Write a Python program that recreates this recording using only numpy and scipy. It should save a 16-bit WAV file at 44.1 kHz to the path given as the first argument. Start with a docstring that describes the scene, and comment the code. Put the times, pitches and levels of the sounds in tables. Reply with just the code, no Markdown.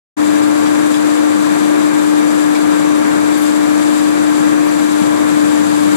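"""A grain elevator's head drum and drive, running steadily in a steel building, close to a two-port mic.
The electric drive hums on the sixth multiple of the mains and whines faintly; belt and drum roar in
their casing. Grain hisses on the sheet metal in uneven surges, and the steel's ring throbs with the
drive shaft. Now and then a lump clinks, stray grain sprays, or the belt clatters or knocks.
The mic's right port faces away from the grain and sounds quieter and duller."""
import sys
import numpy as np
from scipy import signal
from scipy.fft import rfft, irfft
from scipy.io import wavfile

SR = 44100
rng = np.random.default_rng(int(sys.argv[2]) if len(sys.argv) > 2 else 0)


def materialize(psi):
    """Save the field psi as 16-bit PCM at rate SR to the path in sys.argv[1].

    A 1-D psi becomes a single channel; in a 2-D psi each row is a channel.
    """
    bounded = np.clip(np.atleast_2d(psi).T, -1, 1)
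    quanta = np.round(bounded * 32767).astype(np.int16)
    wavfile.write(sys.argv[1], SR, quanta)


N = 262836
T = np.arange(N) / SR
FREQ = np.arange(N // 2 + 1) * SR / N + 1e-6
MAINS_HZ, SHAFT_HZ = 50.01, 24.98

# The drive's hum, strongest line first. Each row: multiple of the mains, level in dB,
# right port against left in dB, right port's lag in radians.
MAINS_HUM = [(6, -9.5, -8.5, 2.62), (12, -30.5, -4, 3.25), (22, -40, -9, 5.4), (23, -52.5, 15.5, 3),
             (24, -42, -1.5, 4.8)]
# The running gear's low drone. Each row: pitch in Hz, level in dB.
GEAR_DRONE = [(155, -44.5), (174.5, -39), (199.5, -34.5), (221.5, -38.5), (250, -38.5), (265, -39.5),
              (325, -38), (398, -40)]
# The drive's whine. Each row: pitch in Hz, level in dB, right port against left in dB, its lag in radians.
DRIVE_WHINE = [(2322, -47, -3.5, 4.0), (3996, -54.5, -9, 1.3), (5994, -44.3, -17, 0), (6094, -53.5, -17, 0),
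               (6993, -54, -18, 1.5)]
# Belt and drum roaring in the casing. Each row: frequency in Hz, level in dB per Hz.
CASING_ROAR = [(25, -73), (60, -72.5), (110, -58), (155, -48), (220, -46), (330, -44), (450, -46.5),
               (580, -47.5), (780, -50.5), (1050, -52.5), (1280, -54), (1680, -56), (2000, -60.5),
               (2400, -61.5), (3600, -85.5)]
# Swell of the roar's low end. Each row: time in seconds, gain in dB.
RUMBLE_SWELL = [(.2, 1.5), (1.1, 0), (3.15, 1), (3.4, -2), (3.65, 0), (4.8, 0), (5.2, 1.5), (5.9, 4)]
# The casing's panel modes. Each row: pitch in Hz, width in Hz, lift in dB.
PANEL_MODES = [(173, 10, -2), (206.3, 4.6, 4), (585, 31, 1.5), (700, 20, 1.5), (980, 100, 3),
               (1136, 14, 4.5), (1335, 49, 2), (1590, 70, 2), (1686, 56, 5), (1778, 45, 4), (2100, 130, 1),
               (2400, 140, 1.3)]
# Grain striking steel. Each row: frequency in Hz, level in dB per Hz.
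GRAIN_HISS = [(800, -106), (2800, -66.5), (3600, -64), (4900, -67.5), (5450, -71), (6400, -69), (7600, -65),
              (8400, -68.8), (9100, -68.5), (11200, -70.4), (12800, -77.5), (14000, -100)]
# The struck steel's modes. Each row: pitch in Hz, width in Hz, peak level in dB per Hz.
STEEL_MODES = [(2670, 70, -68), (3470, 110, -71), (3660, 60, -69), (3770, 40, -66.5), (3860, 40, -69),
               (4800, 45, -68), (4940, 70, -67.5), (5880, 40, -72), (6010, 50, -67), (6110, 70, -70),
               (6820, 30, -61), (6990, 60, -64.5), (7205, 60, -60.5), (7355, 90, -57.5), (7740, 110, -65.5),
               (7970, 80, -65), (8540, 60, -67.5), (8672, 35, -64), (10005, 50, -68), (11250, 200, -74.5)]
# Surges in the grain's hiss and ring. Each row: time in seconds, gain in dB.
GRAIN_FLOW = [(0.25, -0.5), (0.36, -1), (0.87, 0), (0.99, -0.5), (1.08, 0.7), (1.3, -1.2), (1.67, 1),
              (1.79, -0.8), (2.41, 0), (2.65, -0.5), (2.81, -0.2), (2.89, -1.5), (3.23, -0.5), (3.46, 0.6),
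              (3.62, -0.9), (3.76, 1), (3.96, 0.3), (4.23, -0.5), (4.51, -0.1), (4.6, -2.3), (4.69, -0.5),
              (4.99, 1), (5.13, -1.1), (5.41, 0), (5.51, -0.5), (5.91, 0.9)]
# The hood's modes. Each row: pitch in Hz, width in Hz, relative level in dB.
HOOD_MODES = [(2240, 90, -3), (2400, 80, 0), (2650, 80, -2), (3020, 90, -2), (3380, 100, 1),
              (3870, 110, -1), (4300, 110, -3), (4570, 130, -3), (4980, 140, -3)]
# Lumps on the hood. Each row: start in seconds, level in dB, brightest pitch in Hz,
# spread in octaves, seconds to fall 60 dB.
LUMP_CLINKS = [(.655, -24, 3200, .3, .14), (.668, -26, 4300, .16, .12), (.938, -16, 3400, .25, .09),
               (1.168, -24, 2550, .2, .1), (2.549, -19, 2520, .16, .12), (2.556, -27.5, 5000, .14, .18),
               (4.677, -23, 4570, .07, .09)]
# Stray grain on the hood. Each row: start in seconds, level in dB, centre in Hz, width in Hz,
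# seconds to fall 60 dB.
GRAIN_SPRAYS = [(.855, -32, 10500, 3500, .25), (2.061, -24.5, 8700, 900, .08),
                (3.371, -25.3, 11200, 4500, 0.22), (3.415, -25, 10900, 3500, 0.2),
                (3.468, -23, 7400, 400, .1), (3.702, -27, 8400, 600, .07), (3.745, -28, 8500, 5000, .12),
                (4.222, -22, 8620, 700, 0.066), (4.645, -30.5, 11600, 2500, .2),
                (4.666, -26, 8550, 900, .08)]
# The belt clattering in the casing. Each row: start in seconds, level in dB, centre in Hz,
# width in Hz, seconds to fall 60 dB.
BELT_CLATTERS = [(3.045, -20.5, 1100, 1200, 0.28), (3.605, -18, 1550, 700, 0.11),
                 (5.02, -21, 2200, 3000, 0.074)]
# A soft knock of the belt and its rebounds. Each row: time in seconds, peak level in dB, pitch in Hz.
BELT_KNOCKS = [(5.015, -6, 195), (5.022, -17, 135), (5.031, -13.5, 225)]
# Shade on the mic's right port. Each row: frequency in Hz, level against the left in dB.
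PORT_SHADE = [(60, -11), (200, -8), (370, -5), (650, -3), (1300, -3.5), (2300, -4), (3700, -7),
              (4800, -12.5), (6400, -15.5), (7400, -22.5), (9500, -25.5), (13000, -39)]
# How alike the two ports sound. Each row: frequency in Hz, correlation from 0 to 1.
PORT_LIKENESS = [(40, 0.8), (130, 1), (280, 0.9), (600, 0.79), (1000, 0.53), (1400, 0.36), (3000, 0.17)]
# The right port trails the left. Each row: frequency in Hz, lag in radians.
PORT_LAG = [(100, 2.8), (330, 2.7), (800, 2.9), (1100, 3.3), (1300, 4), (1700, 3.3), (2200, 4), (2700, 3.6)]


def undb(db):
    """Decibels to gain."""
    return 10 ** (np.asarray(db) / 20)


def across(table):
    """Rows of (Hz, value) joined on a log-frequency axis."""
    hz, value = np.transpose(table)
    return np.interp(np.log(FREQ), np.log(np.sort(hz)), value)


def colour(table):
    """Response that gives unit white noise the tabled dB per Hz."""
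    return undb(across(table)) * np.sqrt(SR / 2)


def resonance(hz, width_hz):
    """Response of one damped mode, gain 1 at the centre."""
    return 1 / (1 + 1j * (FREQ ** 2 - hz ** 2) / (FREQ * width_hz))


def wander(rate_hz):
    """Smooth random drift up to about rate_hz, with a spread of 1."""
    drift = irfft(rfft(rng.standard_normal(N)) / (1 + (FREQ / rate_hz) ** 4), N)
    return (drift - drift.mean()) / drift.std()


def rise_and_decay(start_s, rise_s, t60):
    """Envelope that rises quickly and dies away by 60 dB every t60 seconds."""
    age = np.maximum(T - start_s, 0)
    return (1 - np.exp(-age / rise_s)) * np.exp(-np.log(1000) * age / t60)


def mic_ports(direct, diffuse):
    """Two spectra to stereo: the right port is shaded, nearly opposed in the bass, unlike in the treble."""
    likeness = np.clip(across(PORT_LIKENESS), 0, 1)
    right = likeness * np.exp(-1j * across(PORT_LAG)) * direct + np.sqrt(1 - likeness ** 2) * diffuse
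    return irfft(np.array([direct, right * undb(across(PORT_SHADE))]), N)


def drive_tone(hz, db, right_db, lag_rad, waver_db, waver_rad, rate_hz=3):
    """One line of the drive at both ports, wavering in level and phase."""
    phase = 2 * np.pi * hz * T + waver_rad * wander(rate_hz)
    amplitude = np.sqrt(2) * undb(db + waver_db * wander(rate_hz))
    return amplitude * np.array([np.sin(phase), undb(right_db) * np.sin(phase - lag_rad)])


def drive(flutter_hz=17.9, flutter_db=0.62):
    """The three-phase supply's fluttering hum, with a low drone, unsteady overtones and a thin whine."""
    (multiple, *at_mic), *overtones = MAINS_HUM
    hum = drive_tone(multiple * MAINS_HZ, *at_mic, waver_db=0.36, waver_rad=0.03, rate_hz=5)
    flutter = undb(flutter_db * np.sin(2 * np.pi * flutter_hz * T + 0.5 * wander(1.1)))
    drone = sum(drive_tone(hz, db, right_db=-9, lag_rad=3.1, waver_db=2.5, waver_rad=0.35)
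                for hz, db in GEAR_DRONE)
    buzz = sum(drive_tone(multiple * MAINS_HZ, *at_mic, waver_db=1.5, waver_rad=1, rate_hz=3.3)
               for multiple, *at_mic in overtones)
    whine = sum(drive_tone(*row, waver_db=2.4, waver_rad=0.6, rate_hz=16) for row in DRIVE_WHINE)
    return hum * flutter + drone + buzz + whine


def steel_building(wet_db=-13, t60=0.25):
    """The room from close up: the direct path plus weaker, dense reflections, at unit power."""
    tail = rng.standard_normal(N) * np.exp(-np.log(1000) * T / t60)
    return (1 + undb(wet_db) * rfft(tail / np.linalg.norm(tail))) / np.hypot(1, undb(wet_db))


def belt_and_drum(flutter_db=0.5, rattle_db=0.27, rumble_hz=230):
    """Belt and drum shake the casing panels; the load flutters, the cups rattle, the rumble swells."""
    shake = undb(flutter_db * wander(7.3) + rattle_db * wander(70)) * rng.standard_normal((2, N))
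    rumble = irfft(rfft(shake) / (1 + (FREQ / rumble_hz) ** 8), N)
    swell = undb(np.interp(T, *np.transpose(RUMBLE_SWELL)))
    shake = shake + rumble * (swell - 1)
    panels = 1 + sum((undb(lift_db) - 1) * resonance(hz, width) for hz, width, lift_db in PANEL_MODES)
    return mic_ports(*rfft(shake) * colour(CASING_ROAR) * panels * steel_building())


def kernels(per_second, scatter_db):
    """Two streams of tiny impacts of scattered size, at unit power."""
    hits = rng.random((2, N)) < per_second / SR
    impacts = hits * rng.choice([-1, 1], (2, N)) * undb(scatter_db * rng.standard_normal((2, N)))
    return impacts / impacts.std()


def grain_stream(gush_db=0.62, gush_hz=18, throb_db=1.55, flicker_db=1.8):
    """Kernels pelt the steel in surges and quick gushes; its ring throbs once a turn of the shaft."""
    flow_db = np.interp(T, *np.transpose(GRAIN_FLOW)) + gush_db * wander(gush_hz)
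    hiss = rfft(kernels(per_second=16000, scatter_db=1.5) * undb(flow_db)) * colour(GRAIN_HISS)
    ring_gain = undb(flow_db + flicker_db * wander(41) - throb_db * np.sin(2 * np.pi * SHAFT_HZ * T))
    ring = 0
    for hz, width, peak_db in STEEL_MODES:
        pelting = rfft(kernels(per_second=3000, scatter_db=2.5) * ring_gain)
        ring += pelting * undb(peak_db) * resonance(hz, width)
    return mic_ports(*(hiss + ring * np.sqrt(SR / 2)))


def lump_clink(start_s, db, bright_hz, octaves, t60, rise_s=0.0055, strike_db=-7):
    """A lump strikes the hood and skitters on, ringing most of all the modes near bright_hz."""
    skitter = rise_and_decay(start_s, rise_s, t60)
    impulse = np.diff(T > start_s + rise_s, prepend=False)
    strike = impulse * np.linalg.norm(skitter) * undb(strike_db)  # set against the whole skitter
    contact = rfft(strike + skitter * rng.standard_normal((2, N))) / np.hypot(1, undb(strike_db))
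    hood = sum(undb(mode_db) * resonance(hz, width) / np.hypot(1, np.log2(hz / bright_hz) / octaves)
               for hz, width, mode_db in HOOD_MODES)
    hood /= np.sqrt(np.mean(np.abs(hood) ** 2))
    return mic_ports(*(contact * hood * undb(db)))


def sheet_metal_burst(start_s, db, hz, width_hz, t60, rise_s=0.005):
    """Stray grain or the clattering belt rings one band of the sheet metal in a quick scatter of hits."""
    band = irfft(rfft(rng.standard_normal((2, N))) * resonance(hz, width_hz) ** 2, N)
    return mic_ports(*rfft(band / band.std() * rise_and_decay(start_s, rise_s, t60) * undb(db)))


def belt_knock(time_s, db, hz, width_hz=75, push_s=0.0045, low_cut_hz=115):
    """One soft blow of the belt on the casing: a few low, damped cycles; the panel gives no deep bass."""
    push = np.exp(-((T - time_s) * 8 / push_s) ** 2)
    radiated = 1 / (1 + (low_cut_hz / FREQ) ** 6)
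    thud = irfft(rfft(push) * resonance(hz, width_hz) ** 2 * radiated, N)
    return mic_ports(rfft(undb(db) * thud / np.abs(thud).max()), diffuse=0)


def scene():
    """Close by the elevator head: drive, belt and grain throughout, with brief sounds on top."""
    bursts = sum(sheet_metal_burst(*row) for row in GRAIN_SPRAYS + BELT_CLATTERS)
    clinks = sum(lump_clink(*row) for row in LUMP_CLINKS)
    knocks = sum(belt_knock(*row) for row in BELT_KNOCKS)
    return drive() + belt_and_drum() + grain_stream() + clinks + bursts + knocks


def record(dry, start_s=0.166, fade_s=0.015, ceiling=0.94, top_hz=13900):
    """After a moment's silence the recorder fades in quickly, clips the tallest peaks and cuts the top."""
    fade = 1 - np.exp(-np.maximum(T - start_s, 0) / fade_s)
    low_pass = signal.ellip(10, 0.1, 80, top_hz, fs=SR, output="sos")
    return signal.sosfilt(low_pass, np.clip(dry * fade, -ceiling, ceiling))


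dry = scene()
out = record(dry)
materialize(out)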